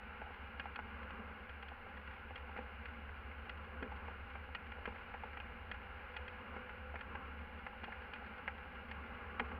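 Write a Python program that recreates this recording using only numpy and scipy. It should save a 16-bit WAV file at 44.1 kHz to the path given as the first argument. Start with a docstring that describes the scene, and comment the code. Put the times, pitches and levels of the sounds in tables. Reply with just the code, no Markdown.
"""Tyre roar and road boom inside the cab of a van slowly gathering speed on a country road.
Tread noise passes through the panels; the road shakes the shell and the cab's lowest air mode.
The engine drones at its firing rate and clatters faintly; a gear whines softly.
Bumps thud in the chassis; plastic trim and loose things on the dashboard rattle."""
import sys
import numpy as np
from scipy import signal
from scipy.fft import rfft, irfft
from scipy.io import wavfile
from scipy.ndimage import uniform_filter1d

SR = 44100
rng = np.random.default_rng(int(sys.argv[2]) if len(sys.argv) > 2 else 0)


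def materialize(psi):
    """Save the field psi as 16-bit PCM at rate SR to the path in sys.argv[1].

    A 1-D psi becomes a single channel; in a 2-D psi each row is a channel.
    """
    bounded = np.clip(np.atleast_2d(psi).T, -1, 1)
    quanta = np.round(bounded * 32767).astype(np.int16)
    wavfile.write(sys.argv[1], SR, quanta)


N = 422919
TIME_S = np.arange(N) / SR

# spectral shapes (frequency [Hz], relative level [dB])
TYRE_SPECTRUM = [(150, -32.5), (330, -5.5), (420, -2), (650, -3), (1150, 1), (1600, -1.5), (2100, -1.5),
                 (2850, -5.5), (3150, -14.5), (3550, -22), (4300, -29), (5200, -37.5), (5800, -60),
                 (8000, -83.5)]  # tread noise
PATCH_SPECTRUM = [(150, -21), (400, -2), (600, -3), (850, -10.5), (1100, 6.5), (1300, -1), (1700, -8),
                  (2800, -14), (3600, -36.5), (6000, -73.5)]  # tread on coarse asphalt
BOOM_SPECTRUM = [(8, -44.5), (13, -22), (22, -7.5), (35, -15.5), (50, -9), (62, -2.5), (72, 3.5), (84, -2),
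                 (100, -14.5), (130, -26), (300, -75.5)]  # cab air
RUMBLE_SPECTRUM = [(80, -19.5), (130, -12), (180, -4.5), (235, 0.5), (290, -8.5), (400, -10), (550, -9),
                   (1000, -37.5), (3000, -61.5)]  # floor panels
KNOCK_SPECTRUM = [(100, -35.5), (210, -5.5), (320, -4.5), (450, -1.5), (900, 2.5), (1150, -7), (1700, -14),
                  (3000, -37), (6000, -84)]  # trim panel
CLACK_SPECTRUM = [(200, -49.5), (900, -3.5), (1400, -1.5), (1900, 4.5), (2600, -4), (3100, -16.5),
                  (3700, -32.5), (5200, -41), (6000, -61)]  # hard contact
TICK_SPECTRUM = [(500, -36.5), (2000, -13), (2800, 14), (3300, 10), (3700, -9), (4400, -8), (5300, -25),
                 (5900, -48), (12000, -45.5), (15000, -61.5)]  # edge of a loose part
THUD_SPECTRUM = [(50, -8), (140, -20), (205, -2), (250, 0.5), (330, -13.5), (430, 0.5), (700, -24.5),
                 (3000, -72)]  # floor on a bump
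HISS_SPECTRUM = [(3000, -13), (6000, -21.5), (6900, -9.5), (8000, -27), (9000, -8), (10200, -2),
                 (12000, -0.5), (14000, -6), (15700, -7.5)]  # microphone
# cab panel and air resonances (centre [Hz], width [Hz], lift [dB])
CAB_MODES = [(222.2, 53, 4.5), (324.5, 50, -6.5), (463, 27, 3), (506, 36, 6.5), (629, 56, -3),
             (795.7, 46, 7.5), (847.4, 56, 6), (1020, 70, 2), (1245, 43, 0), (1337, 38, 7), (1396, 32, 8.5),
             (1464, 62, 7), (1604, 217, 6), (1800, 80, -4.5), (2149, 64, 5), (2285, 30, -4.5),
             (2350, 71, 4), (2730, 55, -5.5), (2800, 210, 4.5), (3280, 120, 0.5), (3730, 190, -2),
             (3860, 110, 2.5), (4340, 130, 2.5), (4630, 120, 0), (5470, 150, 3)]
# coarse asphalt (centre time [s], length [s], level [dB])
COARSE_PATCHES = [(1.13, 0.42, -55.5), (2.613, 0.11, -59.5), (3.85, 0.65, -58), (6.514, 0.27, -55),
                  (7.19, 0.26, -55.5), (9.09, 0.37, -57), (9.5, 0.35, -53.5)]
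# engine speed (time [s], firing rate [Hz])
FIRING_RATE = [(0, 69.4), (1.8, 69.43), (3.2, 70.96), (4.2, 70.1), (6.0, 70.82), (7.2, 72.37),
               (9.59, 73.98)]
# low drone (time [s], firing line level [dB], road boom level [dB])
DRONE_LEVELS = [(0, -61, -56.5), (1.2, -59, -56), (1.7, -66, -58.5), (2.7, -59, -55.5), (4.0, -58, -53),
                (5.1, -63.5, -54.5), (5.7, -66, -53.5), (6.5, -61, -56), (7.3, -56.5, -56),
                (7.8, -67, -56.5), (8.6, -60.5, -56.5), (9.59, -58, -52.5)]
# upper engine lines (multiple of firing rate, level [dB])
OVERTONES = [(2, -81), (2.5, -77), (3, -76), (4, -81)]
# loose trim panel (time [s], knock level [dB], clack re knock [dB])
TRIM_KNOCKS = [(.216, -46.5, -6.5), (.305, -52, -9), (.6554, -45, -9), (0.7893, -43.5, -3.5),
               (2.305, -49, -12), (2.493, -51, -11), (2.5631, -50, 0), (2.586, -44.5, -8),
               (3.918, -47, -18), (4.08, -47, -7), (4.353, -49.5, -1.5), (4.784, -51.5, -15),
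               (4.875, -43, -10), (4.959, -51, -8), (5.1402, -45.5, -6), (5.235, -44.5, -10),
               (6.564, -46, -5), (6.941, -47, -8), (7.1515, -45.5, 0.5), (7.833, -48.5, -8),
               (7.881, -47, -18), (9.5152, -47.5, -2.5)]
# things on the dashboard (time [s], clack level [dB], tick re clack [dB])
DASH_CLACKS = [(0.5964, -43.5, -6), (0.7584, -47, -6), (1.1054, -51, -8), (1.4925, -53, -9),
               (1.6259, -49.5, -10), (1.6842, -56.5, -1.5), (2.075, -51.5, -15), (2.3572, -51.5, -2.5),
               (2.574, -50.5, -14), (2.8559, -49, -8.5), (3.0918, -53, -24), (3.3139, -52.5, -24),
               (3.4945, -50, -3), (3.8252, -45, -12.5), (4.5485, -43.5, -5.5), (4.7181, -50, -11),
               (4.8548, -42, -12), (5.3709, -46, -18), (5.4005, -50, -5), (5.7139, -44, -8.5),
               (6.1651, -46.5, -5), (6.2792, -49.5, -8), (6.6927, -50.5, -18), (6.9562, -45, -16),
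               (7.009, -48, -10), (7.6648, -43.5, -25), (7.84, -47, -5.5), (7.9218, -45.5, -24),
               (8.135, -47.5, -7), (8.159, -50.5, -18), (8.4776, -37.5, -20), (8.9126, -46, -8.5),
               (9.396, -34, -12.5)]
# dashboard plastic (frequency [Hz], relative level [dB], t60 [s])
PLASTIC_MODES = [(1394, 2.5, 0.08), (1630, -6.5, 0.034), (2460, 2.5, 0.063), (2490, 2.5, 0.086),
                 (2745, -7.5, .05), (3210, -13.5, 0.032), (3730, -22.5, 0.065), (4400, -15, 0.034),
                 (5360, -33, 0.038)]
# road bumps (time [s], level [dB])
ROAD_BUMPS = [(1.191, -49.5), (2.586, -53), (3.824, -41.5), (3.86, -48), (4.876, -51), (5.237, -55),
              (9.396, -39)]
# microphone electronics (frequency [Hz], level [dB])
WHINE_LINES = [(10718, -111), (13722, -97)]


def tyres(gained_hz, coarse, base_db=-54.5, db_per_hz=.14, sway_db=.68, flicker_db=.4):
    """Tread noise through the panels; flickers with the asphalt grain, swells on coarse patches."""
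    roar = noise(TYRE_SPECTRUM, CAB_MODES) * undb(base_db + db_per_hz * gained_hz + sway_db * walk(4))
    patches = coarse * noise(PATCH_SPECTRUM, CAB_MODES)
    return (roar + patches) * undb(flicker_db * walk(25))


def body(boom_db, gained_hz, coarse, rumble_db=-63.5, db_per_hz=.68, sway_db=1.6, coarse_gain_db=-4):
    """Road-shaken shell: the lowest air mode booms; floor rumble grows with speed and coarse asphalt."""
    boom = noise(BOOM_SPECTRUM)
    boom = unit(boom / uniform_filter1d(boom ** 2, size=6000) ** .25)  # halves the swings in dB
    shake = undb(rumble_db + db_per_hz * gained_hz + sway_db * walk(5))
    shake = np.hypot(shake, undb(coarse_gain_db) * coarse)
    return boom * undb(boom_db) + noise(RUMBLE_SPECTRUM, CAB_MODES) * shake


def engine(firing_hz, firing_db, wander=.003, flutter_db=1.5, clatter_db=-64):
    """Firing line and weak overtones, locked to the crank; injectors and valves clatter twice a firing."""
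    cycles = np.cumsum(firing_hz * (1 + wander * walk(3))) / SR
    drone = 0
    for multiple, db in [(1, firing_db), *OVERTONES]:
        amplitude = np.sqrt(2) * undb(db + flutter_db * walk(6))
        drone += amplitude * np.sin(2 * np.pi * (multiple * cycles + rng.random()))
    bursts = np.exp(-(2 * cycles % 1) / .4) * rng.standard_normal(N)
    clatter = unit(ring(bursts, response(TYRE_SPECTRUM, CAB_MODES)))
    return drone + undb(clatter_db) * clatter


def rattles(tick_re_knock_db=-25, knock_re_clack_db=-7.5, ring_re_tick_db=2):
    """Each loose part knocks its panel, clacks, ticks at its edge and rings the plastic."""
    out = np.zeros(N)
    knock, clack, tick = (response(s, CAB_MODES) for s in (KNOCK_SPECTRUM, CLACK_SPECTRUM, TICK_SPECTRUM))
    soft = [(s, db, db + contact_db, db + tick_re_knock_db) for s, db, contact_db in TRIM_KNOCKS]
    hard = [(s, db + knock_re_clack_db, db, db + edge_db) for s, db, edge_db in DASH_CLACKS]
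    for at_s, knock_db, clack_db, tick_db in soft + hard:
        add(out, at_s, knock_db, strike(knock, hold_s=.003, t60_s=.031, echo_db=-20, echo_t60_s=.15))
        add(out, at_s, clack_db, strike(clack, hold_s=.0051, t60_s=.023, echo_db=-18.5, echo_t60_s=.07))
        add(out, at_s, tick_db, strike(tick, hold_s=.0046, t60_s=.017, echo_db=-20, echo_t60_s=.063))
        add(out, at_s, tick_db + ring_re_tick_db, plastic_ring())
    return out


def plastic_ring(detune=.0082, attack_s=.001):
    """Decaying plastic modes, slightly detuned on each blow."""
    t = np.arange(6000) / SR
    hz, db, t60_s = np.transpose(PLASTIC_MODES)[:, :, None]
    shift, phase = rng.random((2, len(PLASTIC_MODES), 1))
    hz = hz * (1 + detune * (2 * shift - 1))
    modes = undb(db - 60 * t / t60_s) * np.sin(2 * np.pi * (hz * t + phase))
    onset = 1 - np.exp(-(t / attack_s) ** 2)
    return unit_hit(modes.sum(axis=0) * onset)


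def bumps():
    """The suspension passes each bump to the floor as a dull thud."""
    out, floor = np.zeros(N), response(THUD_SPECTRUM, CAB_MODES)
    for at_s, db in ROAD_BUMPS:
        add(out, at_s, db, strike(floor, hold_s=.016, t60_s=.075, echo_db=-32, echo_t60_s=.25))
    return out


def gear(firing_hz, ratio=7, wander=.004, flutter_db=2.5, rest_db=-78, swell_db=-66, sideband_db=-7):
    """Gear mesh in step with the engine, plus a sideband one crank rate above; swells once."""
    cycles = np.cumsum(firing_hz * (1 + wander * walk(18))) / SR
    mesh = np.sin(2 * np.pi * ratio * cycles)
    sideband = undb(sideband_db) * np.sin(2 * np.pi * (ratio + .5) * cycles)
    level = np.hypot(undb(rest_db), undb(swell_db) * swell(peak_s=6.76, length_s=2.9))
    return np.sqrt(2) * level * undb(flutter_db * walk(13)) * (mesh + sideband)


def clutter(clack_db=-55.5, tick_db=-66.5, spread_db=3, count=45):
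    """Loose things stir with faint random ticks."""
    out = np.zeros(N)
    contact = undb(clack_db) * response(CLACK_SPECTRUM, CAB_MODES)
    contact += undb(tick_db) * response(TICK_SPECTRUM, CAB_MODES)
    for when, force in rng.random((count, 2)):
        hit = strike(contact, hold_s=.0054, t60_s=.041, echo_db=-21, echo_t60_s=.08)
        add(out, when * TIME_S[-1], spread_db * (2 * force - 1), np.linalg.norm(contact) * hit)
    return out


def trim_stir(knock_db=-55, spread_db=3, count=16):
    """The trim panel knocks faintly at random."""
    out, panel = np.zeros(N), response(KNOCK_SPECTRUM, CAB_MODES)
    for when, force in rng.random((count, 2)):
        hit = strike(panel, hold_s=.0022, t60_s=.031, echo_db=-20.5, echo_t60_s=.15)
        add(out, when * TIME_S[-1], knock_db + spread_db * (2 * force - 1), hit)
    return out


def strike(impulse_response, hold_s, t60_s, echo_db, echo_t60_s, crack=.47):
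    """A sharp contact chatters, dies fast and leaves a short cab echo."""
    t = np.arange(8192) / SR
    chatter = undb(-60 * np.maximum(t - hold_s, 0) / t60_s)
    envelope = chatter + undb(echo_db - 60 * t / echo_t60_s)
    force = envelope * rng.standard_normal(len(t)) / np.linalg.norm(envelope)
    force[rng.integers(20, 60)] += crack * rng.choice([-1, 1])  # first contact
    return unit_hit(ring(force, impulse_response))


def response(spectrum, resonances=(), size=16384):
    """Minimum-phase impulse response of a spectrum plus resonances; unit energy."""
    bins_hz = np.arange(size // 2 + 1) * SR / size
    hz, db = np.transpose(spectrum)
    db = np.interp(np.log(bins_hz + 1), np.log(hz), db)
    for centre_hz, width_hz, lift_db in resonances:
        db += lift_db * .5 ** ((2 * (bins_hz - centre_hz) / width_hz) ** 2)
    cepstrum = irfft(np.log(undb(db)))[:size // 2]
    cepstrum[0] = 0
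    impulse_response = irfft(np.exp(rfft(2 * cepstrum, size)))[:size // 2]
    return impulse_response / np.linalg.norm(impulse_response)


def ring(force, impulse_response):
    """Force through an impulse response."""
    return signal.fftconvolve(force, impulse_response)[:len(force)]


def noise(spectrum, resonances=()):
    """Shaped noise; rms 1."""
    impulse_response = response(spectrum, resonances)
    white = rng.standard_normal(N + len(impulse_response) - 1)
    return signal.fftconvolve(white, impulse_response, "valid")


def walk(rate_hz):
    """Random steps, smoothed twice; spread near 1."""
    hold = int(SR / rate_hz)
    steps = np.repeat(rng.standard_normal(N // hold + 1), hold)
    return 1.3 * uniform_filter1d(uniform_filter1d(steps, hold), hold)[:N]


def swell(peak_s, length_s):
    """Bell curve; length_s wide at half height."""
    return .5 ** ((2 * (TIME_S - peak_s) / length_s) ** 2)


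def curves(table):
    """Table columns as curves over time."""
    times_s, *columns = np.transpose(table)
    return [np.interp(TIME_S, times_s, column) for column in columns]


def add(out, at_s, gain_db, sound):
    """Mix a sound into out."""
    start = int(at_s * SR)
    out[start:start + len(sound)] += undb(gain_db) * sound[:N - start]


def undb(db):
    """Decibels to gain."""
    return 10 ** (np.asarray(db) / 20)


def unit(x):
    """Scale to rms 1."""
    return x / np.sqrt(np.mean(x ** 2))


def unit_hit(hit):
    """Scale to the energy of 10 ms at rms 1."""
    return hit / np.sqrt(np.sum(hit ** 2) / (SR / 100))


def scene():
    """Mono mix between the seats."""
    firing_hz, = curves(FIRING_RATE)
    firing_db, boom_db = curves(DRONE_LEVELS)
    gained_hz = firing_hz - firing_hz[0]
    coarse = sum(undb(db) * swell(at_s, length_s) for at_s, length_s, db in COARSE_PATCHES)
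    drive = engine(firing_hz, firing_db) + gear(firing_hz)
    road = body(boom_db, gained_hz, coarse) + tyres(gained_hz, coarse) + bumps()
    return (drive + road + rattles() + clutter() + trim_stir())[None]


def record(dry, hiss_db=-90, cutoff_hz=15700):
    """Microphone hiss and thin whine, then a low-pass."""
    whine = sum(undb(db) * np.sqrt(2) * np.sin(2 * np.pi * hz * TIME_S) for hz, db in WHINE_LINES)
    wet = dry + undb(hiss_db) * noise(HISS_SPECTRUM) + whine
    return signal.sosfilt(signal.ellip(10, .2, 70, cutoff_hz, fs=SR, output="sos"), wet)


dry = scene()
out = record(dry)
materialize(out)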